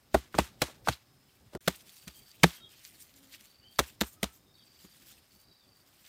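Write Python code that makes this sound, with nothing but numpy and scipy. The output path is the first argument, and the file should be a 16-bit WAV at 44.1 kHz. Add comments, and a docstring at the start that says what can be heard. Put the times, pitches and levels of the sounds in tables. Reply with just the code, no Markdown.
"""Hands slapping wet mud in a forest clearing

Each slap is a few skin contacts that pop air pockets, smack and crack, over a thump of lump and ground
with slosh and spray. Between slaps fingers knead and rub (flickering noise), crumbs fall and grit ticks.
A cricket chirps in bouts, far birds whistle and a fly passes (gliding tones), over a wash of insects,
leaves and low murmur (coloured noise). The sound drops out briefly once."""
import sys
import numpy as np
from scipy import signal
from scipy.fft import rfft, irfft, next_fast_len
from scipy.io import wavfile
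from scipy.ndimage import uniform_filter1d, map_coordinates

SR = 44100
rng = np.random.default_rng(int(sys.argv[2]) if len(sys.argv) > 2 else 0)


def digitize_waveform(pressure):
    """Quantize a signal to 16-bit integers and store it at the path in sys.argv[1].

    Rows of a 2-D input are taken as channels; values are limited to [-1, 1].
    """
    field = np.atleast_2d(pressure).T
    bounded = np.clip(field, -1, 1)
    quanta = np.round(bounded * 32767).astype(np.int16)
    wavfile.write(sys.argv[1], SR, quanta)


N = 268128  # samples


def amp(db):
    """dB to gain."""
    return 10 ** (np.asarray(db) / 20)


def unit(x):
    """Scaled to rms 1."""
    return x / np.sqrt(np.mean(x ** 2) + 1e-20)


def curves(rows, t):
    """Each column after the time, interpolated at times t."""
    s, *columns = np.transpose(rows)
    return [np.interp(t, s, column) for column in columns]


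def add(track, s, sound):
    """Mixes a sound in at time s."""
    part = track[round(s * SR):][:len(sound)]
    part += sound[:len(part)]


def wobble(rate_hz, size=N):
    """Smooth random curve through rate_hz knots a second."""
    knots = rng.standard_normal(int(size * rate_hz / SR) + 4)
    return map_coordinates(knots, [np.arange(size) * rate_hz / SR])


def noise(spectrum, size=N, grit_db=0):
    """Coloured noise of rms 1; grit_db makes it a stream of uneven grains."""
    freq_hz, density_db = np.transpose(spectrum)
    m = next_fast_len(size + 512)
    grains = rng.standard_normal(m) * amp(grit_db * wobble(700, size=m))
    log_hz = np.log(np.fft.rfftfreq(m, 1 / SR) + 1)
    gain = amp(np.interp(log_hz, np.log(freq_hz), density_db, -120, -120))
    return unit(irfft(rfft(grains) * gain, m)[:size])


def swell(t, rise_s, t60_s):
    """Envelope with top 1: soft rise, exponential fall."""
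    envelope = (1 - np.exp(-t / max(rise_s, 1e-4))) * amp(-60 * t / max(t60_s, 1e-3))
    return envelope / envelope.max()


def bump(t, at_s, lead_s, fall_s):
    """Envelope with top 1 at at_s: exponential growth before, exponential fall after."""
    return np.exp(np.minimum((t - at_s) / max(lead_s, 1e-4), (at_s - t) / max(fall_s, 1e-4)))


def burst(sound, shape):
    """A sound under an envelope, always with the envelope's energy."""
    return unit(sound * shape) * np.sqrt(np.mean(shape ** 2))


def patchy(x, depth_db):
    """Random gain patches in time and frequency."""
    z = signal.stft(x, nperseg=256)[2]
    across_bins = uniform_filter1d(rng.standard_normal(z.shape), 5, 0)
    field = uniform_filter1d(across_bins, 10, 1)
    return unit(signal.istft(z * amp(depth_db * unit(field)), nperseg=256)[1][:len(x)])


def leaves(x, wet_db, t60_s):
    """Scattered echoes among the trees: a decaying noise tail added to the direct sound."""
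    t = np.arange(SR // 3) / SR
    tail = rng.standard_normal(len(t)) * swell(t, 0.0066, t60_s)
    return x + amp(wet_db) * signal.fftconvolve(x, tail / np.linalg.norm(tail))[:N]


def glide(row, edge_db, overtones_db, blur, flutter_db):
    """Unsteady tone that swells to its top and fades, its pitch sliding through three values."""
    t = np.arange(row[0], row[2], 1 / SR)
    pitch_hz = np.interp(t, row[:3], row[3:6])
    level_db = row[6] + np.interp(t, row[:3], [edge_db, 0, edge_db])
    phase = 2 * np.pi * np.cumsum(pitch_hz * (1 + blur * wobble(149, size=len(t)))) / SR
    tone = sum(amp(db) * np.sin((k + 1) * phase) for k, db in enumerate(overtones_db))
    fade = np.clip(np.minimum(t - t[0], t[-1] - t) / 0.011, 0, 1)
    return np.sqrt(2) * tone * fade * amp(level_db + flutter_db * wobble(65.7, size=len(t)))


# low murmur of air and ground: [time_s, level_db]
MURMUR = [(0, -72.5), (.2, -62.5), (.83, -63), (1.15, -69.5), (2.1, -69), (3.6, -69.5), (4.0, -67),
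          (5.38, -71.5), (6.08, -69.5)]
# spectra of wash, far insects and murmur: [freq_hz, density_db]
WASH_SPECTRUM = [(290, -35), (500, -4), (988, -6), (1080, -3.5), (1210, -4.5), (2570, -9.5), (3060, -11),
                 (3810, -9.5), (4940, -9), (6060, -13), (9090, -14), (10400, -16), (11500, -14.5),
                 (14900, -13.5), (16000, -21.5)]
CICADA_SPECTRUM = [(4700, -26.5), (5050, -2), (5250, -1.5), (5600, -30.5)]
MURMUR_SPECTRUM = [(15, -41), (25, -3), (102, -0.5), (315, -7), (407, -8), (445, -15.5), (479, -13.5),
                   (900, -17.5), (1170, -47), (1980, -120)]


def forest():
    """Far insects and leaves as a nearly steady noise wash over a low murmur."""
    murmur_db, = curves(MURMUR, np.arange(N) / SR)
    wash = amp(-71.0 + .6 * wobble(3.2)) * noise(WASH_SPECTRUM)
    cicadas = amp(-82.5 + 2.5 * wobble(2.5)) * noise(CICADA_SPECTRUM)
    murmur = amp(murmur_db + 2.7 * wobble(14)) * noise(MURMUR_SPECTRUM)
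    return wash + cicadas + murmur


# bird whistles: [start_s, loudest_s, end_s, start_hz, loudest_hz, end_hz, top_db]
WHISTLES = [(2.13, 2.15, 2.23, 3200, 3250, 3250, -68), (2.545, 2.57, 2.62, 3080, 3210, 3230, -59),
            (2.6, 2.65, 2.675, 3250, 3320, 3100, -61), (2.57, 2.635, 2.71, 3730, 3720, 3650, -63),
            (2.55, 2.62, 2.72, 1320, 1350, 1200, -74), (3.42, 3.515, 3.54, 3930, 3960, 3950, -77),
            (3.605, 3.662, 3.74, 2850, 3170, 3150, -64), (4.08, 4.25, 4.34, 1175, 1275, 1330, -71),
            (4.36, 4.5, 4.56, 3600, 3680, 3750, -76), (4.535, 4.565, 4.59, 3730, 3780, 3760, -67),
            (4.58, 4.612, 4.632, 3760, 3770, 3740, -68), (4.565, 4.605, 4.64, 3700, 3350, 2900, -68),
            (5.37, 5.52, 5.62, 3850, 3930, 3780, -74), (5.59, 5.635, 5.66, 3800, 3480, 3400, -75)]


def birds():
    """Far whistles: single gliding partials smeared by leaves."""
    out = np.zeros(N)
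    for row in WHISTLES:
        add(out, row[0], glide(row, edge_db=-14, overtones_db=[0], blur=.018, flutter_db=3.5))
    return leaves(out, wet_db=0, t60_s=.12)


# fly passes, lowest heard wing tone: [start_s, loudest_s, end_s, start_hz, loudest_hz, end_hz, top_db]
FLY_PASSES = [(1.0, 1.18, 1.3, 112, 134, 134, -68), (3.12, 3.22, 3.37, 280, 272, 268, -67)]


def fly():
    """Wing beat: a blurred tone with two weaker overtones."""
    out = np.zeros(N)
    for row in FLY_PASSES:
        add(out, row[0], glide(row, edge_db=-7, overtones_db=[0, -9.5, -15.5], blur=.07, flutter_db=2.5))
    return out


# cricket bouts: [first_chirp_s, chirp_count, chirp_rate_hz, pitch_hz, level_db]
BOUTS = [(1.889, 11, 24, 4680, -59), (3.46, 8, 23.4, 4640, -59), (4.543, 10, 24.2, 4700, -59),
         (5.309, 13, 24.3, 4680, -61.5), (4.62, 5, 23.5, 5000, -71), (5.4, 5, 23.6, 5000, -67)]


def cricket():
    """Chirps of two short wing strokes, each sliding down through the wing's resonance."""
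    out, t = np.zeros(N), np.arange(SR // 100) / SR
    for first_s, count, rate_hz, base_hz, db in BOUTS:
        for s in first_s + np.arange(count) / rate_hz:
            start = np.exp(-(s - first_s) / .04)  # a bout starts softer and lower
            pitch_hz = base_hz * (1.035 - 0.045 * start) - 35000 * t
            envelope = np.abs(np.sin(np.pi * t / t[-1])) ** 2
            stroke = np.sin(2 * np.pi * np.cumsum(pitch_hz) / SR) * envelope
            chirp_db = db - 3 * start
            add(out, s - .004, amp(chirp_db + rng.normal(0, 1.2)) * stroke)
            add(out, s + 0.0074, amp(chirp_db + rng.normal(0, 1.2) + 1.5) * stroke)
    return leaves(out, wet_db=-9, t60_s=.12)


# hand weight per slap: [start_s, lump_db, lump_hz, lump_t60_s, slosh_db, ground_db, spray_db, spray_t60_s]
SLAPS = [(.143, -24.5, 253, 0.084, -22.5, -27.5, -43.5, .3), (.345, -40, 173, 0.1, -39, -40.5, -47.5, .22),
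         (.387, -22, 194, 0.066, -27, -28.5, -39.5, .27), (.618, -34.5, 124.5, .065, -31, -39, -40.5, .3),
         (.877, -36, 169, 0.065, -33.5, -33, -44.5, .22), (.887, -29, 124.7, 0.083, -36.5, -34.5, -46, .23),
         (1.46, -53.5, 111, 0.087, -73, -61, -75.5, .2), (1.549, -31, 208, 0.019, -36.5, -47, -58, .2),
         (1.676, -25, 185.6, 0.066, -32, -43, -44.5, .25), (2.072, -41, 177, 0.049, -53.5, -50.5, -51, .13),
         (2.435, -12, 170.6, 0.08, -24, -30.5, -39, .3), (3.406, -60, 215, .07, -72, -70, -68, .12),
         (3.792, -27, 225.4, 0.027, -30, -33, -41.5, .23), (4.012, -25, 212.7, .044, -33, -37, -44.5, .21),
         (4.23, -29.5, 195.6, 0.057, -38, -37.5, -45.5, .2), (4.844, -47, 200, 0.038, -55.5, -62, -72, .2)]
# steady finger work: [time_s, squelch_db, hiss_db]
KNEAD = [(0, -78, -79), (1.57, -77.5, -78.5), (1.61, -65, -61.5), (2.0, -68, -65), (2.4, -67, -67.5),
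         (2.56, -69, -72.5), (2.64, -76.5, -79), (2.72, -63, -64.5), (3.05, -69, -67.5),
         (3.5, -68.5, -66.5), (3.63, -73.5, -82.5), (4.45, -80, -79), (4.76, -70.5, -71),
         (5.05, -64.5, -63.5), (5.26, -74, -75.5), (5.47, -83, -83.5), (5.71, -77.5, -76),
         (6.08, -65.5, -65.5)]
# palm drags or pulls off the mud: [full_level_s, hold_s, squelch_db, hiss_db]
RUBS = [(0.172, 0.019, -67, -62.5), (0.398, 0.032, -58, -54.5), (0.644, 0.032, -61, -65),
        (0.881, 0.047, -50, -59), (1.266, 0.016, -78.5, -81), (1.694, 0.032, -58.5, -57.5),
        (1.878, 0.021, -72, -65), (1.966, 0.029, -73, -64), (2.16, 0.042, -77, -62),
        (2.456, 0.083, -54.5, -54.5), (2.847, 0.038, -67.5, -63.5), (3.005, 0.021, -69.5, -57.5),
        (3.332, 0.021, -57, -61.5), (3.716, 0.025, -83.5, -71), (3.81, 0.096, -63.5, -59),
        (4.032, 0.097, -74.5, -58.5), (4.255, .03, -78, -64), (4.331, 0.033, -78, -63.5),
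        (4.84, 0.014, -80, -74), (5.083, 0.022, -67, -62.5), (5.328, 0.11, -80.5, -71),
        (5.755, 0.021, -79, -75.5), (6.012, 0.013, -80, -68.5), (6.06, 0.011, -68.5, -76)]
# spectra of wet squelch and fine hiss: [freq_hz, density_db]
SQUELCH_SPECTRUM = [(600, -27.5), (1500, -2), (3200, 3), (5000, 0), (8000, -17)]
HISS_SPECTRUM = [(3000, -22.5), (6000, -3), (9000, -0.5), (10400, -5), (12500, -1.5), (15600, -2)]
RUB_RISE_S, RUB_FALL_S = .012, .022  # e-folding times
# faint noise swelling and fading around a slap: level against its spray, e-folding time
HALO_DB, HALO_S = -17.5, 0.011


def kneading():
    """Wet grit under fingers: squelch and hiss flicker, swell in each rub; faint noise surrounds each slap."""
    t = np.arange(N) / SR
    level = amp(curves(KNEAD, t))  # rows: squelch, hiss
    for s, hold_s, *rub_db in RUBS:
        decay = np.maximum((s - t) / RUB_RISE_S, (t - s - hold_s) / RUB_FALL_S)
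        level = level + amp(rub_db)[:, None] * np.exp(-np.maximum(decay, 0))
    for s, *_, spray_db, _ in SLAPS:
        level = level + amp(spray_db + HALO_DB) * bump(t, s, HALO_S, HALO_S)
    squelch_gain, hiss_gain = level * amp(2.6 * wobble(42))
    squelch = squelch_gain * patchy(noise(SQUELCH_SPECTRUM, grit_db=2.5), depth_db=2.2)
    hiss = hiss_gain * patchy(noise(HISS_SPECTRUM, grit_db=2.5), depth_db=2.5)
    return squelch + hiss


# single grit grains snap, peak 1 ms after the time: [time_s, level_db]
TICKS = [(1.872, -53), (2.692, -57), (2.745, -60), (2.793, -55), (2.908, -56), (3.1, -58), (3.139, -55),
         (3.272, -57), (3.409, -48), (3.76, -53), (4.946, -59), (5.0, -57), (5.33, -62), (5.414, -61),
         (5.863, -61), (6.062, -52)]
# grit spectrum: [freq_hz, density_db]
GRIT_SPECTRUM = [(800, -20), (2000, -5), (5000, 0.5), (9000, -2), (15600, -8)]


def ticks():
    """Snapping grains: noise cracks about a millisecond long."""
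    out, t, top_s = np.zeros(N), np.arange(SR // 50) / SR, .004
    for s, db in TICKS:
        snap = burst(noise(GRIT_SPECTRUM, size=len(t)), bump(t, top_s, .0004, .0012))
        add(out, s + .001 - top_s, amp(db) * snap)
    return out


# small clods drop or peel off, peak 4 ms after the time: [time_s, level_db, centre_hz, length_ms]
CRUMBS = [(.327, -58, 1800, 14), (1.89, -59, 3900, 50), (1.975, -59.5, 3700, 37), (2.147, -63, 3200, 19),
          (2.311, -52.5, 4630, 9.2), (2.538, -62, 3180, 16), (2.81, -57, 4200, 18.4),
          (2.846, -55.5, 4040, 11.4), (2.884, -61, 3020, 14), (3.09, -59.5, 2630, 9.2),
          (3.137, -61.5, 4320, 10), (3.321, -58, 3290, 16), (3.345, -55.5, 3340, 16),
          (3.893, -57, 3430, 16), (4.831, -63, 4780, 5.5), (5.024, -60.5, 3390, 26), (5.082, -64, 3380, 13),
          (6.048, -55.5, 2600, 19), (6.062, -60, 2800, 10)]


def crumbs():
    """Falling clods: short puffs of gritty noise around a centre frequency."""
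    out, t, top_s = np.zeros(N), np.arange(SR // 6) / SR, .04
    for s, db, hz, ms in CRUMBS:
        puff = noise([(hz / 3, -16), (hz, 0), (7000, -11), (15600, -15)], size=len(t), grit_db=8)
        envelope = bump(t, top_s, 0.0003 * ms, 0.0006 * ms)
        add(out, s + .004 - top_s, amp(db) * puff * envelope)
    return out


# spectra of slosh and spray: [freq_hz, density_db]
SLOSH_SPECTRUM = [(70, -14.5), (150, -4.5), (320, 2.5), (600, -13), (1500, -21)]
SPRAY_SPECTRUM = [(180, -35.5), (300, -3), (418, -9.5), (978, 0), (3830, -1), (4990, -5.5), (6410, -5.5),
                  (13300, -13), (16000, -20)]
GROUND_HZ, GROUND_LATE_S = 64.3, .019  # ground tone, delay of its envelope's top


def slaps():
    """The lump wobbles and sloshes, the ground answers a little later, spray patters down."""
    out, t = np.zeros(N), np.arange(SR // 2) / SR
    u = t / GROUND_LATE_S
    ground = np.sin(2 * np.pi * GROUND_HZ * t) * (u * np.exp(1 - u)) ** 2.0
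    for s, lump_db, lump_hz, lump_t60_s, slosh_db, ground_db, spray_db, spray_t60_s in SLAPS:
        lump = np.sin(2 * np.pi * lump_hz * t) * swell(t, 0.0045, lump_t60_s)
        slosh = burst(noise(SLOSH_SPECTRUM, size=len(t)), swell(t, 0.0045, t60_s=.07))
        patter = noise(SPRAY_SPECTRUM, size=len(t), grit_db=2.2) * amp(0.91 * wobble(60, size=len(t)))
        spray = patter * swell(t, 0.0031, spray_t60_s)
        thump = amp(lump_db) * lump + amp(ground_db) * ground
        add(out, s, thump + amp(slosh_db) * slosh + amp(spray_db) * spray)
    return out


# skin meets mud: [peak_s, contact_db, pocket_hz, crack_db, length_ms]
CONTACTS = [(0.1442, -21.5, 1487, -28.5, 3.7), (0.1468, -10, 621, -25.5, 2.5),
            (0.1514, -5.5, 591.2, -35.5, 3), (0.1527, -36, 490, -40.5, 4), (0.344, -26, 1292, -49, 2.54),
            (0.3506, -27, 979, -44.5, 3), (.368, -32.5, 411, -50, 4), (0.3836, -22, 1160, -35.5, 3),
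            (.387, -10, 1110, -19, 2.5), (0.3884, -8.5, 606, -25.5, 2.5), (.393, -11.5, 876.5, -31.5, 4),
            (0.6183, -18, 1313, -23, 2), (0.6207, -17, 889.5, -17, 2.7), (0.6252, -17.5, 592, -31, 4.9),
            (.685, -40, 610, -60, 7), (.70, -43, 677, -65, 8.1), (0.8744, -16.5, 835.4, -34.5, 2.5),
            (0.8859, -14, 1501, -27, 4.4), (.888, -15, 807, -24.5, 3), (.893, -23, 507, -32, 4.14),
            (.898, -47, 880, -35, 3), (1.535, -44, 513, -56.5, 15), (1.5515, -27, 835, -43, 3),
            (1.6774, -20.5, 1383, -23, 2.7), (1.680, -9, 591, -17, 2.4), (1.683, -22.5, 684, -30, 5),
            (2.079, -60, 1570, -40, 8), (2.4334, -14, 1193, -28.5, 2.5), (2.4353, -6, 1801, -12.5, 4.5),
            (2.441, -5, 1910, -18.5, 4), (2.4428, -6.5, 508.5, -26, 3), (3.788, -32, 1070, -30.5, 3.4),
            (3.7916, -10.5, 999.7, -15.5, 3), (3.7961, -19, 686.7, -18.5, 3.3), (3.801, -21, 496, -37.5, 9),
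            (4.008, -31, 1953, -27.5, 2), (4.012, -27.5, 674, -19, 3), (4.017, -15.5, 483, -21, 2.7),
            (4.036, -32, 1182, -42, 3.8), (4.232, -22, 604, -21.5, 4), (4.2417, -24.5, 715, -27.5, 4.5),
            (4.851, -51.5, 1475, -56, 3.2)]
# treble crack spectrum: [freq_hz, density_db]
CRACK_SPECTRUM = [(880, -27), (1500, -4.5), (3120, -7.5), (3630, -3.5), (4660, -9), (14300, -17),
                  (15900, -27), (16500, -51)]
POP_CYCLES = 1.3  # half-width of the pop is half this many cycles, to 1/e
POP_DB, SMACK_DB = -5.5, -6.5  # against contact_db


def contacts():
    """Each contact pops an air pocket for a wavering cycle or two, smacks, and cracks the wet film."""
    out, t, top_s = np.zeros(N), np.arange(SR // 12) / SR, .015
    for s, db, hz, crack_db, ms in CONTACTS:
        pitch_hz = hz * (1 + 0.12 * wobble(500, size=len(t)))
        pop_shape = np.exp(-((t - top_s) * hz * 2 / POP_CYCLES) ** 2)
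        pop = np.sin(2 * np.pi * np.cumsum(pitch_hz) / SR) * pop_shape
        smack_noise = noise([(hz / 3.2, -14), (hz, 0), (hz * 3.4, -20)], size=len(t))
        smack = burst(smack_noise, bump(t, top_s, 0.00025 * ms, .0007 * ms))
        crack_noise = noise(CRACK_SPECTRUM, size=len(t), grit_db=4.0)
        crack = burst(crack_noise, bump(t, top_s, 0.00023 * ms, 0.00073 * ms))
        add(out, s - top_s, amp(db + POP_DB) * pop + amp(db + SMACK_DB) * smack + amp(crack_db) * crack)
    return out


def scene():
    """All sources at one microphone."""
    background = forest() + birds() + fly() + cricket()
    mud = kneading() + ticks() + crumbs() + slaps() + contacts()
    return (background + mud)[None]


# brief near-silence: [from_s, to_s]
GAP = (1.577, 1.606)
EDGE_HZ, TOP_HZ = 15800, 16800  # weak above the first, cut above the second


def record(dry):
    """The loudest peaks saturate softly; the level drops out in the gap; lows and top treble are cut."""
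    t = np.arange(N) / SR
    gap_gain = np.clip(np.maximum(GAP[0] - t, t - GAP[1]) / 0.0029, .004, 1)
    squeezed = dry / (1 + np.abs(dry / .8) ** 4) ** .25
    m = next_fast_len(N + 8192)
    hz = np.fft.rfftfreq(m, 1 / SR)
    treble = np.where(hz < EDGE_HZ, 1, amp(-27.5)) * (hz < TOP_HZ)
    low_cut = 1 / (1 + (42 / (hz + 1)) ** 4)
    notch = amp(-4 * np.exp(-((hz - 10400) / 350) ** 2))  # the microphone's housing dips here
    return irfft(rfft(squeezed * gap_gain, m) * treble * low_cut * notch, m)[:, :N]


dry = scene()
out = record(dry)
digitize_waveform(out)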